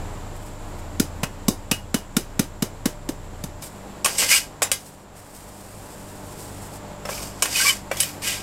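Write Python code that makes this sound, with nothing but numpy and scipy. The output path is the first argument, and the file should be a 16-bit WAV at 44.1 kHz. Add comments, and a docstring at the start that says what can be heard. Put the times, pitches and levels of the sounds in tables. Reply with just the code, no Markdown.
"""A round metal sieve full of flour, in a kitchen, on one microphone. A palm slaps the rim and the laden
mesh thumps; then a metal spoon scrapes and knocks it, with a gentle shake between two bouts. Blows and
scrapes set the metal ringing, and flour hisses across the wires. Behind it the kitchen hums at mains
pitch, a far engine is heard idling at first and a narrow hiss, perhaps insects, sits near 7.5 kHz."""
import sys
import numpy as np
from scipy import signal
from scipy.fft import rfft, irfft
from scipy.io import wavfile

SR = 44100
rng = np.random.default_rng(int(sys.argv[2]) if len(sys.argv) > 2 else 0)


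def wav_out(sig):
    """Save sig, one row per channel (or a flat mono array), as 16-bit PCM at SR to the path in sys.argv[1]."""
    wavfile.write(sys.argv[1], SR, np.round(np.clip(np.atleast_2d(sig).T, -1, 1) * 32767).astype(np.int16))


N = 371322

# palm on the rim: t/s, thump level/dB, mid-swing f/Hz, contact/s, crack level/dB,
# lows/dB and mids/dB re crack, favoured ring f/Hz, its force/dB re crack
SLAPS = [(0.9975, -7.5, 238, 0.0044, -1, -16, -7, 1420, -12.5),
         (1.231, -14.5, 168, 0.0076, -9.5, 4, 2, 2704, -8),
         (1.482, -5.5, 218, 0.0041, 0.3, -6.5, -18, 1100, -15),
         (1.713, -12.5, 213, 0.004, 0.6, -7.5, -2.5, 2734, -8),
         (1.943, -10, 222, 0.0027, -1.7, -2.5, -3, 2890, -21.5),
         (2.166, -8, 220, 0.004, -0.4, -10.5, -4.5, 1440, -13.5),
         (2.393, -7, 209, .004, -1.5, -10, -3.5, 1410, -14),
         (2.6226, -10, 211, 0.0043, -4.5, -4.5, -5, 2100, -22),
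         (2.8557, -9, 244, .004, -3.5, -3, -2.5, 1100, -17),
         (3.089, -15.5, 287, 0.0037, -12, 2, -4, 1070, -20),
         (3.4376, -19.5, 159, 0.0047, -14.5, -3, -8, 570, -23),
         (3.6194, -41, 162, 0.013, -21.5, -1.5, -9, 2270, -16)]
# modes of sieve and spoon: f/Hz, level/dB, t60/s before damping
METAL_MODES = [(541, -2, 0.089), (1107, -8.5, 0.061), (1417, -9, 0.071), (1610, -6.5, 0.3),
               (2090, -16, 0.23), (2080, -9.5, 0.074), (2317, -1, 0.094), (2510, 0, 0.12),
               (2574, -8.5, 0.2), (2740, -14.5, 0.11), (2850, -19.5, 0.32), (2870, -14, 0.36),
               (2975, -5, 0.21), (3080, 0, 0.065), (3340, -12.5, 0.22), (3780, -14.5, 0.26),
               (5040, -18, 0.055), (5330, 3, 0.078), (6860, 6.5, 0.099), (7240, 6, 0.042),
               (7260, -1.5, 0.19), (7950, 5, 0.078), (8440, 9.5, 0.12), (9330, 6, 0.13), (11190, 0.5, 0.16),
               (12700, -18, .06), (12900, -14, .05)]


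def palm_slaps():
    """The palm cracks against the rim: the sound, and the force on the modes."""
    return blows([(s, *crack) for s, _, _, *crack in SLAPS], tail_db=-15.5, unfavoured_db=-41)


def mesh_thumps():
    """The laden mesh swings like a smothered drum skin, tightening as it goes; a dull rumble lingers."""
    out, t = np.zeros(N + SR), np.arange(SR // 5) / SR
    rumble = rms_one(band(rng.standard_normal(N), 92, 430))
    swing_gain = np.exp(-((t - .006) / 0.0041) ** 2) * (1 - np.exp(-t / 0.00052))
    rumble_gain = from_db(-15.5 - 60 * t / 0.17) * (1 - np.exp(-t / 0.0051))
    for s, thump_db, hz, *_ in SLAPS:
        i = round(s * SR)
        phase = 2 * np.pi * hz * t * (0.886 + 8.5 * t)
        swing = swing_gain * (from_db(-15.5) * np.sin(1.92 * phase) - np.sin(phase))
        out[i:i + len(t)] += from_db(thump_db) * (swing + rumble_gain * rumble[i:i + len(t)])
    return signal.sosfilt(signal.butter(2, 70, "high", fs=SR, output="sos"), out[:N])


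def spoon_knocks():
    """The spoon strikes mesh or rim: the sound, and the force on the modes."""
    # t/s, contact/s, crack level/dB; re crack: lows/dB, mids/dB, two favoured rings (f/Hz, force/dB)
    knocks = [(4.0452, 0.0035, -3.5, -4.5, -8, 1100, -6, 2710, -8.5),
              (4.0574, 0.0047, -2.5, -3.5, 1.5, 1086, -3.5, 3040, -25),
              (4.180, .0072, -9, -19.5, -21, 8000, -15, 2030, -10),
              (4.2227, .0038, -10.5, 3, 9, 2070, 6, 564, -20),
              (4.6195, 0.0026, -5.5, 3.5, 5.5, 1090, -2, 3680, -8),
              (4.6255, .0055, -5, -21, -23, 7560, -10, 11400, -20),
              (4.7156, 0.0025, 0, -13, -8, 2000, -7.5, 3470, -14),
              (7.0522, 0.0037, -22, 11, 7.5, 557, -7, 5325, -12),
              (7.0884, 0.0063, -26, 15.5, 13, 560, 6.5, 1100, 7),
              (7.13, .004, -26, -6, 3, 2280, -10, 2800, -11),
              (7.177, .004, -25.5, -6, 7, 2280, -9, 1600, -21),
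              (7.226, 0.0046, -21, -4, -3, 2290, -18, 3000, -26),
              (7.422, .0034, 0.7, -4, -7, 1070, -7, 2800, -19),
              (7.4548, .0046, -13.5, -7.5, 6, 2210, -12, 1090, -3),
              (7.913, .0044, -16.5, 9.5, 11, 547, -2.5, 2235, -0.5),
              (7.9686, 0.0051, -18, -9, -4, 3330, -5, 5100, -23),
              (8.0015, .0035, -3, -33, -13, 3000, -20, 12110, 1),
              (8.0294, 0.0055, -11, -33, 0, 3100, -14, 7900, -28)]
    return blows(knocks, tail_db=-11, unfavoured_db=-27)


def blows(rows, tail_db, unfavoured_db):
    """Each blow rattles during contact, dies away band by band and kicks the metal's modes."""
    crack_spectrum = [(300, -5), (550, 8.5), (3500, 1), (4500, -1), (5200, 3), (8000, 0.5), (11000, -2),
                      (14000, -7.5), (16000, -15)]   # contact noise: f/Hz, level/dB
    tail_decay = [(400, 0.27), (1500, 0.23), (4000, .2), (8000, 0.19), (15000, 0.18)]   # sound lingering after a blow: f/Hz, t60/s
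    edges = 35 * 2 ** (np.arange(9, 28) / 3)   # third octaves from 280 Hz
    centres = np.sqrt(edges[1:] * edges[:-1])
    size, mode_hz = SR // 3, np.array(METAL_MODES)[:, 0]
    t = np.arange(size) / SR
    out, forces = np.zeros(N + SR), np.zeros((len(mode_hz), N + SR))
    noise = coloured(grains(9000, spread_db=1.5), crack_spectrum)
    bands = np.array([band(noise, low, high) for low, high in zip(edges[:-1], edges[1:])])
    tail = from_db(tail_db - 60 * t / at_hz(tail_decay, centres)[:, None])
    for s, contact_s, crack_db, low_db, mid_db, *favoured in rows:
        i, start = round(s * SR), rng.integers(0, N - size)
        rattle = bands[:, start:start + size]
        burst = t / contact_s * np.exp(1 - 2 * t / contact_s)
        tilt = from_db(at_hz([(800, low_db), (2200, mid_db), (4500, 0)], centres))[:, None]
        # the burst carries its full energy in every band
        full_energy = (rattle ** 2).mean(axis=1) * (burst ** 2).sum()
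        trim = np.sqrt(full_energy / ((rattle * burst) ** 2).sum(axis=1))
        envelope = trim[:, None] * burst + tail * (1 - np.exp(-t / contact_s))
        out[i:i + size] += from_db(crack_db) * (tilt * envelope * rattle).sum(axis=0)
        force = from_db(unfavoured_db + rng.normal(0, 3, len(mode_hz)))
        for hz, db in np.reshape(favoured, (-1, 2)):   # the spot struck favours some modes
            force += from_db(db) * np.exp(-(np.log(mode_hz / hz) / .06) ** 2)
        signs = rng.choice([-1, 1], len(mode_hz))
        forces[:, i + round(contact_s * SR / 2)] += from_db(crack_db) * force * signs
    return out[:N], forces[:, :N]


def spoon_scrapes():
    """The spoon's edge jumps from wire to wire: a grainy rasp, and force mostly on the lower modes."""
    # bite t/s, level/dB, ease t/s, level/dB, swell/(dB/s), fade/(dB/s);
    # re rasp: treble/dB, mids/dB, lows/dB
    strokes = [(4.075, -30.5, 4.24, -36, 1500, 120, -27, -10.5, -10),
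               (4.19, -20.5, 4.248, -23.5, 1230, 700, -25, -7, -18),
               (4.312, -14, 4.3745, -20, 453, 290, -21, -7, -35),
               (7.1, -34, 7.27, -38, 500, 260, -15, -10.5, -6.5),
               (7.586, -20.5, 7.695, -19.5, 139, 257, -25, -8, -36),
               (7.93, -42, 7.99, -36, 800, 300, -10, -7, -14),
               (8.007, -20, 7.99, -23, 1530, 153, -9, -7.5, -36),
               (8.223, -33.5, 8.28, -23, 2200, 120, -25, -5, -22)]
    rasp_spectrum = [(2500, -58), (3500, -39), (4300, 8.5), (5100, 14), (6000, 10), (8000, 12.5),
                     (10400, 2.5), (11800, 4.5), (14800, -8), (16000, -6)]   # edge on wire: f/Hz, level/dB
    pressure = np.array([swell(*row[:6]) for row in strokes]) * from_db(0.96 * drift(77))
    treble, mids, lows = from_db(np.array(strokes)[:, 6:].T) @ pressure
    clicks = grains(6000, spread_db=-0.5)
    rasp = pressure.sum(axis=0) * coloured(clicks, rasp_spectrum)
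    for gain, low_hz, high_hz in (treble, 10000, 15500), (mids, 1890, 3830), (lows, 440, 1310):
        rasp += gain * rms_one(band(clicks, low_hz, high_hz))
    force = from_db(-26.5) * mids * band(clicks, 900, 5500)
    # the moving edge feeds each mode by turns
    return rasp, [force * from_db(3 * drift(20)) for _ in METAL_MODES]


def spoon_squeals():
    """The edge chatters over the wires in short gliding tones, unsteady in level and pitch."""
    squeals = [(4.184, .05, 8250, 7850, -24), (4.207, 0.021, 2780, 2750, -28),
               (4.224, 0.033, 568, 557, -28), (4.299, 0.062, 2060, 2340, -22),
               (4.316, 0.038, 2445, 2324, -20.5), (4.305, 0.046, 4900, 5060, -20),
               (4.34, 0.042, 2800, 2830, -25), (4.34, 0.04, 8200, 8200, -22),
               (7.111, 0.027, 2280, 2320, -37), (7.543, .03, 2500, 2520, -28),
               (7.55, 0.077, 3015, 3005, -27.5), (7.593, 0.069, 1546, 1650, -29.5),
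               (7.64, 0.053, 1100, 1167, -27), (7.654, 0.05, 2290, 2300, -15.5),
               (7.68, 0.042, 3000, 3040, -19), (7.686, 0.062, 1090, 1100, -32)]   # t/s, length/s, start f/Hz, end f/Hz, level/dB
    out, flutter, waver = np.zeros(N), from_db(4.2 * drift(67)), 1 + 0.011 * drift(86)
    for s, length_s, start_hz, end_hz, db in squeals:
        i, size = round(s * SR), round(length_s * SR)
        phase = 2 * np.pi * np.cumsum(np.linspace(start_hz, end_hz, size) * waver[i:i + size]) / SR
        out[i:i + size] += from_db(db) * np.sqrt(np.hanning(size)) * flutter[i:i + size] * np.sin(phase)
        flutter, waver = np.roll(flutter, SR), np.roll(waver, SR)   # each squeal wavers its own way
    return out


def metal_ring(forces, t60_share):
    """Every mode rings under its own force, damped to a share of its decay time."""
    return sum(from_db(db) * ring(force, hz, t60_share * t60)
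               for force, (hz, db, t60) in zip(forces, METAL_MODES))


def flour():
    """Fine grains hiss across the mesh; small lumps tick among them."""
    slides = [
        [(.4, -64), (.78, -65)],
        [(3.72, -55), (4.0, -65)],
        [(4.79, -47), (4.99, -58), (5.04, -63)],
        [(5.2, -57), (5.4, -49), (6.3, -48.5), (6.66, -47), (6.72, -52), (6.85, -68)],
    ]   # spells of steady sliding, each a list of t/s, level/dB
    jolts = [(0.364, .003, -47, 700), (.43, .002, -49, 800), (0.462, 0.018, -50, 400),
             (.694, .004, -54, 600), (.794, .002, -49, 1000), (3.238, .01, -62, 260),
             (3.44, 0.0022, -55, 400), (3.635, 0.025, -39, 320), (4.86, 0.0039, -45, 300),
             (5.163, .04, -48.5, 250), (5.265, .01, -53, 200), (5.35, 0.027, -46, 300),
             (5.93, .01, -50, 300), (6.31, .01, -51, 200), (6.39, .015, -40.5, 200), (6.63, .03, -47, 200),
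             (6.737, 0.028, -42, 450)]   # jolts throwing the flour about: t/s, hold/s, level/dB, fade/(dB/s)
    grain_spectrum = [(2000, -9), (4000, -9), (5000, -3.5), (6200, -6.5), (8300, 1), (9800, -4),
                      (10800, -6), (11600, -4.5), (13500, -9), (16000, -14)]   # flour on wire: f/Hz, level/dB
    jolt_power = sum(swell(s, db, s + hold, db, swell_db_per_s=700, fade_db_per_s=fade) ** 2
                     for s, hold, db, fade in jolts)
    gain = np.sqrt(level_curve(slides) ** 2 + jolt_power)
    powder, lumps = grains(9000, spread_db=-3.0), grains(300, spread_db=0.5)
    return gain * from_db(1.4 * drift(30)) * coloured(powder + from_db(-10) * lumps, grain_spectrum)


def kitchen():
    """Behind the sieve: room tone, mains hum and a narrow hiss, on one level curve."""
    # background level, dipping and recovering as if under a recorder's gain control: t/s, level/dB
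    levels = [(0.0, -37.5), (0.37, -40), (1.0, -40), (1.81, -43.5), (3.0, -43), (4.1, -41), (4.69, -43),
              (4.92, -47.5), (5.6, -43), (6.5, -40), (7.17, -39.5), (7.55, -40), (8.42, -39.5)]
    room_spectrum = [(21, -9), (40, -7), (100, -10), (240, -10), (620, -12), (930, -12), (1270, -18.5),
                     (2500, -26.5), (5450, -32.5), (8400, -35), (14100, -40), (16000, -52)]   # room tone: f/Hz, level/dB
    hum_tones = [(50, -7), (99, -5), (150, -8), (198, -7), (292, -10), (600, -10)]   # mains hum: f/Hz, level/dB re room tone
    hiss_hz, hiss_width_hz, hiss_db = 7410, 890, -15
    air = from_db(0.55 * drift(5.4)) * coloured(rng.standard_normal(N), room_spectrum)
    hum = sum(wavering(hz, db, depth_db=2.5) for hz, db in hum_tones)
    hiss = band(rng.standard_normal(N), hiss_hz - hiss_width_hz / 2, hiss_hz + hiss_width_hz / 2)
    return level_curve([levels]) * (air + hum + from_db(hiss_db) * rms_one(hiss))


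def far_engine():
    """A low drone, like a far idling engine, heard until it cuts off near 3.6 s."""
    levels = [(0.0, -30), (0.37, -35.5), (1.81, -37), (3.6, -38.5)]   # the drone: t/s, level/dB
    overtones = [(3, -5.5), (4, -10)]   # multiple of the drone's pitch, level/dB re drone
    drone_hz = 28.04
    drone = wavering(drone_hz, 0, depth_db=0.9)
    drone += sum(wavering(drone_hz * k, db, depth_db=3.5) for k, db in overtones)
    return level_curve([levels]) * drone


def from_db(db):
    """Decibels to gain."""
    return 10 ** (np.asarray(db) / 20)


def rms_one(x):
    """Scale to unit rms."""
    return x / np.sqrt(np.mean(x ** 2) + 1e-20)


def level_curve(spells):
    """Gain through spells of (t/s, level/dB) points, silent between spells."""
    points = []
    for spell in spells:
        points += [(spell[0][0] - .01, -100), *spell, (spell[-1][0] + .03, -100)]
    return from_db(np.interp(np.arange(N) / SR, *np.transpose(points)))


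def swell(bite_s, bite_db, ease_s, ease_db, swell_db_per_s, fade_db_per_s):
    """Gain that swells to one level, moves to a second, then fades."""
    t = np.arange(N) / SR
    db = np.interp(t, [bite_s, ease_s], [bite_db, ease_db])
    db -= swell_db_per_s * np.maximum(bite_s - t, 0)
    db -= fade_db_per_s * np.maximum(t - ease_s, 0)
    return from_db(np.maximum(db, -200))


def drift(rate_hz):
    """Smooth random wander of rms 1."""
    step = 40
    pole = np.exp(-2 * np.pi * rate_hz * step / SR)
    slow = signal.lfilter([1], [1, -2 * pole, pole * pole], rng.standard_normal(N // step + 2002))[2000:]
    return np.interp(np.arange(N) / step, np.arange(len(slow)), rms_one(slow))


def wavering(hz, db, depth_db):
    """A tone that wanders in level and a little in pitch."""
    gain = from_db(db + depth_db * drift(2.2))
    return gain * np.sin(2 * np.pi * np.cumsum(hz * (1 + .008 * drift(2.49))) / SR)


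def ring(clicks, hz, t60):
    """A unit click sets a sine of height 1 ringing."""
    r, w = from_db(-60 / (t60 * SR)), 2 * np.pi * hz / SR
    return signal.lfilter([0, np.sin(w)], [1, -2 * r * np.cos(w), r * r], clicks + 1e-18)


def grains(per_s, spread_db):
    """Dense random clicks of uneven size."""
    sizes = from_db(spread_db * np.minimum(rng.exponential(1, N), 5)) * rng.choice([-1, 1], N)
    return rms_one(sizes * (rng.random(N) < per_s / SR))


def at_hz(points, hz):
    """Read (f/Hz, value) points on a log-frequency axis."""
    point_hz, values = np.transpose(points)
    return np.interp(np.log(hz), np.log(point_hz), values)


def coloured(source, spectrum):
    """Give a steady source the spectrum; rms 1."""
    hz = np.maximum(np.fft.rfftfreq(N, 1 / SR), 1)
    return rms_one(irfft(rfft(source) * from_db(at_hz(spectrum, hz)), N))


def band(x, low_hz, high_hz):
    """Band-pass."""
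    return signal.sosfilt(signal.butter(2, [low_hz, high_hz], "band", fs=SR, output="sos"), x)


def scene():
    """The sieve in front, kitchen and engine behind, all on one microphone."""
    slaps, slap_forces = palm_slaps()
    knocks, knock_forces = spoon_knocks()
    rasp, scrape_forces = spoon_scrapes()
    struck = metal_ring(slap_forces + knock_forces, t60_share=0.62)
    pressed = metal_ring(scrape_forces, t60_share=.3)   # a pressing spoon shortens the ring
    sieve = slaps + mesh_thumps() + knocks + rasp + spoon_squeals() + struck + pressed + flour()
    return (sieve + kitchen() + far_engine())[None]


def record(dry):
    """A steep low-pass cuts the top, 60 dB down at 16.5 kHz."""
    return signal.sosfilt(signal.cheby2(14, 60, 16500, fs=SR, output="sos"), dry)


dry = scene()
out = record(dry)
wav_out(out)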